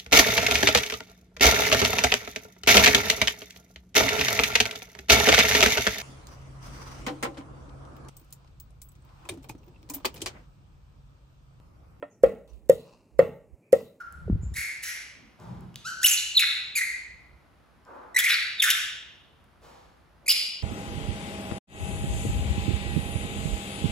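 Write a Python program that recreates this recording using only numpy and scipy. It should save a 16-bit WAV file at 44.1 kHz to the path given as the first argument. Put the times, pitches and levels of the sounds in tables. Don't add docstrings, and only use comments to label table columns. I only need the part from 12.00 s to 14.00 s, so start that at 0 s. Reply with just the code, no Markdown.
import sys
import numpy as np
from scipy import signal
from scipy.fft import rfft, irfft
from scipy.io import wavfile
from scipy.ndimage import uniform_filter1d

SR = 44100
rng = np.random.default_rng(int(sys.argv[2]) if len(sys.argv) > 2 else 0)


def master(y):
    cut = np.clip(np.atleast_2d(y).T, -1, 1)
    pcm = np.round(cut * 32767)
    wavfile.write(sys.argv[1], SR, pcm.astype(np.int16))


def attenuation_scalar(level_db):
    decades = np.asarray(level_db, float) / 20
    return 10 ** decades


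N = 88200
T = np.arange(N) / SR


def rms_one(x):
    return x / np.sqrt(np.mean(x ** 2) + 1e-20)


def pan(db):
    return attenuation_scalar(db * np.array([[1], [-1]]))


def at_hz(points, hz):
    table_hz, value = np.transpose(points)
    return np.interp(np.log(hz), np.log(table_hz), value)


def colour(x, spectrum):
    hz = np.fft.rfftfreq(N, 1 / SR) + 1
    return rms_one(irfft(rfft(x) * attenuation_scalar(at_hz(spectrum, hz)), N))


def lowpass(x, hz):
    return signal.sosfilt(signal.butter(2, hz, fs=SR, output="sos"), x)


def bandpass(x, low_hz, high_hz):
    return signal.sosfilt(signal.butter(2, [low_hz, high_hz], "band", fs=SR, output="sos"), x)


def ring(x, hz, t60):
    radius = attenuation_scalar(-60 / (t60 * SR))
    turn = 2 * np.pi * hz / SR
    return signal.lfilter([0, np.sin(turn)], [1, -2 * radius * np.cos(turn), radius ** 2], x + 1e-18)


def resonate(x, hz, t60):
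    return ring(x, hz, t60) * 2 * np.log(1000) / (t60 * SR)


def fall(start_s, fall_s):
    return (T >= start_s) * np.exp(-np.maximum(T - start_s, 0) / fall_s)


def swell(start_s, rise_s):
    phase = np.maximum(T - start_s, 0) / rise_s
    return phase * np.exp(1 - phase)


def pair(alike):
    mid, side = rng.standard_normal((2, N))
    return np.sqrt(1 + alike) * mid + np.sqrt(1 - alike) * side * [[1], [-1]]


# time_s, level_db
WIND = [(0.0, -58.5), (0.21, -74.5), (0.24, -43), (0.31, -57.5), (0.57, -42), (0.65, -61), (0.7, -47.5),
        (0.81, -61.5), (1.1, -63.5), (1.24, -39), (1.27, -61), (1.5, -59), (1.54, -39), (1.59, -72),
        (1.69, -83.5), (1.73, -49.5), (1.78, -61.5), (2.0, -81)]
WIND_HZ, WIND_LUMP_HZ = 70.4, 14.0
WIND_LUMP_DB, WIND_PAN_DB, WIND_TRIM_DB = 2.5, -7.5, -8


def wind():
    lumps = rms_one(lowpass(rng.standard_normal((2, N)), WIND_LUMP_HZ))
    rumble = rms_one(bandpass(rng.standard_normal((2, N)), WIND_HZ * 0.72, WIND_HZ * 0.89))
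    level_db = np.interp(T, *np.transpose(WIND)) + WIND_TRIM_DB
    return rumble * attenuation_scalar(level_db + WIND_LUMP_DB * lumps) * pan(WIND_PAN_DB)


# pitch_hz, level_db (per Hz)
AIR = [(59, -49), (100, -0.5), (358, -5.5), (547, -11), (1520, -33.5), (2470, -28), (3320, -46),
       (7450, -35.5), (16000, -45.5)]
AIR_DB, AIR_ALIKE = -63, 1


def air():
    return attenuation_scalar(AIR_DB) * colour(pair(AIR_ALIKE), AIR)


def push(s, db, contact_s):
    phase = np.clip((T - np.reshape(s, (-1, 1))) / contact_s, 0, 1)
    pulses = np.sin(np.pi * phase) ** 2 * 2 / (contact_s * SR)
    return attenuation_scalar(db) @ pulses


MODE_SCATTER_DB = 3.5


def modes(table, s, db, contact_s):
    scatter = MODE_SCATTER_DB * rng.standard_normal((len(s), len(table)))
    out = 0
    for k, (hz, left_db, right_db, t60) in enumerate(table):
        tone = ring(push(s, db + scatter[:, k], contact_s), hz, t60)
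        out = out + (-1) ** k * attenuation_scalar(np.array([[left_db], [right_db]])) * tone
    return out


def mic_low_cut(x):
    return signal.sosfilt(signal.butter(2, 150, "high", fs=SR, output="sos"), x)


# pitch_hz, left_db, right_db, fade60_s
TAP_MODES = [(283.1, -18.5, -20, 0.15), (482, 2.5, 3, 0.027), (590.5, -11, -8, 0.12),
             (980, -9.5, -6.5, .05), (1300, -26.5, -9, 0.055), (1353, -14.5, -6.5, 0.018),
             (1840, -19, -16, 0.11), (2460, -19.5, -22, 0.017), (3270, -23, -19.5, .02),
             (7800, -12, -6, 0.038)]
TAP_S, TAP_CONTACT_S, TAP_DB = .0254, .00033, -22.5


def first_tap():
    return mic_low_cut(modes(TAP_MODES, np.array([TAP_S]), TAP_DB, TAP_CONTACT_S))


BLOW_S = np.array([.23467, .69503, 1.19034, 1.72798])
# knock_db, rim_db, crunch_db, splinters_db
BLOWS = [
    (2, 4.5, -38.5, -61.5),
    (2.67, 0, -29, -53.5),
    (1.85, 8, -42, -62.5),
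    (1.82, -0.5, -30, -56),
]
# pitch_hz, level_db (per Hz)
CLACK = [(410, -35.5), (700, 8), (1010, -9), (1340, -2.5), (1560, -23), (1880, -6), (4500, -36.5),
         (5850, -63), (9900, -120)]
CLACK_DB, CLACK_FALL_S, TAP_CLACK_DB = -34, 0.015, -41.5
RIM_DELAY_S = 0.001307


def clack():
    level = attenuation_scalar(TAP_CLACK_DB) * fall(TAP_S, CLACK_FALL_S)
    for s, (_, rim_db, _, _) in zip(BLOW_S, BLOWS):
        level = level + attenuation_scalar(CLACK_DB + rim_db) * fall(s + RIM_DELAY_S, CLACK_FALL_S)
    soft_start = uniform_filter1d(level, size=30, origin=14)
    return mic_low_cut(soft_start * colour(pair(.3), CLACK))


# pitch_hz, left_db, right_db, fade60_s
BOWL_MODES = [(173, -29, -28, 0.039), (190.5, -28.5, -22.5, 0.04), (258, -30, -28, 0.018),
              (359.2, -26.5, -26, 0.013), (685, -31.5, -30, .025), (795, -32.5, -33, 0.016)]
KNOCK_DB, PUSH_S = 3.5, .001
HOLLOW_HZ, HOLLOW_T60_S = 570, .018
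CLAY_HZ, CLAY_T60_S = 490, .028


def bowl_knock():
    s, knock_db = np.array(BLOW_S), np.array(BLOWS)[:, 0]
    hollow = resonate(push(s, knock_db, PUSH_S), HOLLOW_HZ, HOLLOW_T60_S)
    clay = attenuation_scalar(KNOCK_DB) * ring(hollow, CLAY_HZ, CLAY_T60_S)
    return mic_low_cut(-(clay + modes(BOWL_MODES, s, knock_db, PUSH_S)))


# pitch_hz, left_db, right_db, fade60_s
RIM_MODES = [(1140, -42, -42.5, 0.026), (1299, -38.5, -25.5, 0.014), (1874, -43.5, -32.5, 0.074),
             (2045, -46, -31.5, 0.071), (2780, -41, -53, 0.01), (3200, -55, -54, 0.036),
             (4360, -56.5, -53.5, .03), (5160, -56, -51, .025)]
RIM_CONTACT_S = 0.00017


def rim_ring():
    rim_db = np.array(BLOWS)[:, 1]
    return mic_low_cut(modes(RIM_MODES, np.array(BLOW_S) + RIM_DELAY_S, rim_db, RIM_CONTACT_S))


CRACKS_PER_S, CRACK_SPREAD_DB, SHELL_PAN_DB = 6300, 6.5, 0.5
SHELL_SIDE = .35


def cracks(spectrum):
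    size = attenuation_scalar(CRACK_SPREAD_DB * np.minimum(rng.exponential(1, (2, N)), 4))
    size = size * rng.choice([-1, 1], (2, N))
    snaps = size * (rng.random((2, N)) < CRACKS_PER_S / SR)
    both_ports = snaps[0] + SHELL_SIDE * snaps[1] * [[1], [-1]]
    return colour(both_ports, spectrum) * pan(SHELL_PAN_DB)


PATCH_DB, PATCH_HZ = -1, 25.0


def patches():
    return attenuation_scalar(PATCH_DB * rms_one(lowpass(rng.standard_normal(N), PATCH_HZ)))


# pitch_hz, level_db (per Hz)
CRUNCH = [(880, -33.5), (1500, -4), (2040, 0.5), (3150, -8), (9560, -2.5), (11300, -5.5), (13500, -3),
          (16000, -14)]
CRUNCH_LEAD_S, CRUNCH_RISE_S, CRUNCH_FALL_S, CRUNCH_PEAK_S = .005, 0.0028, 0.0031, 0.0021
CRUNCH_PAN_DB = -5.5


def crunch():
    level = 0
    for s, (_, _, crunch_db, _) in zip(BLOW_S, BLOWS):
        peak = s + CRUNCH_PEAK_S
        rise = (T > s - CRUNCH_LEAD_S) * (T < peak) * np.exp(np.minimum(T - peak, 0) / CRUNCH_RISE_S)
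        level = level + attenuation_scalar(crunch_db) * (rise + fall(peak, CRUNCH_FALL_S))
    return level * cracks(CRUNCH) * pan(CRUNCH_PAN_DB)


# pitch_hz, level_db (per Hz)
SPLINTERS = [(1760, -29.5), (3000, -3), (3750, -1.5), (5520, -14.5), (6670, -10.5), (10900, -9),
             (15100, -16), (16000, -9)]
SLIDE_S = [.476, .492, .53, .083, .658]
# level_db, fall_s
SLIDES = [
    (-67, 0.014),
    (-62.5, 0.01),
    (-68.5, .05),
    (-78.5, 0.0087),
    (-76.5, .006),
]
SPLINTER_FAST_S, SPLINTER_SLOW_S, SPLINTER_SLOW_DB = 0.053, 0.073, 0.5


def splinters():
    level = 0
    for s, (_, _, _, splinter_db) in zip(BLOW_S, BLOWS):
        slow = attenuation_scalar(SPLINTER_SLOW_DB) * fall(s, SPLINTER_SLOW_S)
        level = level + attenuation_scalar(splinter_db) * (fall(s, SPLINTER_FAST_S) + slow)
    for s, (db, fall_s) in zip(SLIDE_S, SLIDES):
        level = level + attenuation_scalar(db) * fall(s, fall_s)
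    return level * patches() * cracks(SPLINTERS)


def shells():
    left, right = crunch() + splinters()
    return np.array([np.roll(left, 6), right])


# start_s, rise_s, pitch_hz, width_hz
CHIRPS = [
    (.1, .016, 6550, 400),
    (.49, .01, 6000, 400),
    (1.62, .04, 2400, 260),
    (1.84, .025, 3900, 300),
    (.72, .06, 2700, 250),
    (.11, .025, 5800, 200),
    (1.255, .02, 13500, 4000),
    (1.34, .015, 13500, 3000),
    (1.77, .04, 13500, 5000),
    (.76, .04, 4100, 600),
]
CHIRP_DB = [-68, -69.5, -72, -68, -70.5, -76, -69.5, -73, -65, -67]


def chirps():
    out = 0
    for (s, rise_s, hz, width_hz), db in zip(CHIRPS, CHIRP_DB):
        t60 = 2.2 / width_hz
        tone = ring(ring(rng.standard_normal((2, N)), hz, t60), hz, t60)
        out = out + attenuation_scalar(db) * swell(s, rise_s) * rms_one(tone)
    return out


# pitch_hz, level_db (per Hz)
GRIT = [(410, -51), (700, -11), (1020, -5), (1490, -20.5), (2130, -34), (2660, -9), (3300, -30.5),
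        (4310, -16.5), (9000, -32), (11700, -58.5), (19800, -120)]
SLUMP_S = [.25, .47, .71, .86, 1.205, 1.75]
# level_db, swell_s
SLUMPS = [
    (-58.5, 0.013),
    (-70, 0.035),
    (-66.5, 0.099),
    (-69, 0.046),
    (-60, 0.017),
    (-60.5, 0.035),
]


def slumps():
    level = sum(attenuation_scalar(db) * swell(s, swell_s) for s, (db, swell_s) in zip(SLUMP_S, SLUMPS))
    return level * patches() * cracks(GRIT)


# delay_s, level_db
ECHOES_LEFT = [(.00187, -9), (.006, -15.5), (.0075, -3.5), (.0114, -15), (.0129, -11), (.0165, -14),
               (.0333, -18)]
ECHOES_RIGHT = [(.00187, -8), (.0075, -8), (.0125, -16), (.0184, -20.5), (.0263, -22), (.0314, -17)]
ECHO_CUT_HZ = 3400


def echoes(x):
    out = x.copy()
    dull = signal.lfilter(*signal.butter(1, ECHO_CUT_HZ, fs=SR), x)
    for port, table in enumerate([ECHOES_LEFT, ECHOES_RIGHT]):
        for delay_s, db in table:
            lag = round(delay_s * SR) - 2
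            out[port, lag:] += attenuation_scalar(db) * dull[port, :-lag]
    return out


# pitch_hz, fade60_s
YARD_T60 = [(200, 0.43), (500, 0.43), (1100, .45), (2000, 0.43), (3200, 0.37), (8000, .3)]
# pitch_hz, level_db
YARD_COLOUR = [(185, 13), (260, 0.5), (440, -0.5), (560, -1.5), (1000, 3), (1500, 3.5), (3000, 7.5),
               (8000, 3.5)]
YARD_DB, YARD_GAP_S, YARD_ALIKE = -7, 0.016, 0.9


def yard(x):
    noise, echo = pair(YARD_ALIKE), 0
    edges = 85 * 2 ** np.arange(0, 8, .4)
    for low, high in zip(edges, edges[1:]):
        hz = np.sqrt(low * high)
        decay = np.exp(-np.log(1000) * T / at_hz(YARD_T60, hz))
        echo = echo + attenuation_scalar(at_hz(YARD_COLOUR, hz)) * bandpass(noise, low, high) * decay
    echo = echo * np.clip(T / YARD_GAP_S, 0, 1) ** 2 / np.sqrt(SR / 20)
    return attenuation_scalar(YARD_DB) * signal.fftconvolve(echo, x[None], axes=1)[:, :N]


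WET_DB = [-4.5, 4.5, -1, 5.5, 0]
POT_HZ, POT_T60_S, POT_DB = 562, 0.26, -2
RIM_WET_DB, CLACK_WET_DB = -13, 2


def scene():
    background = wind() + air()
    tap, clacks, body, rim, shell = first_tap(), clack(), bowl_knock(), rim_ring(), shells()
    near = echoes(body + rim + clacks) + tap + shell + slumps()
    pot = attenuation_scalar(POT_DB) * resonate(body, POT_HZ, POT_T60_S)
    sent = body + pot + tap + attenuation_scalar(RIM_WET_DB) * rim + attenuation_scalar(CLACK_WET_DB) * clacks + shell
    wet = attenuation_scalar(np.array(WET_DB)[np.searchsorted(np.array(BLOW_S) - .01, T)])
    return near + yard(wet * sent.mean(axis=0)) + chirps() + background


def roll_off(x):
    return signal.sosfilt(signal.butter(12, 16620, fs=SR, output="sos"), x)


CUTOFF_HZ = 16800


def record(dry):
    cut = signal.sosfilt(signal.cheby2(12, 60, CUTOFF_HZ, fs=SR, output="sos"), dry)
    return roll_off(cut)


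dry = scene()
out = record(dry)
master(out)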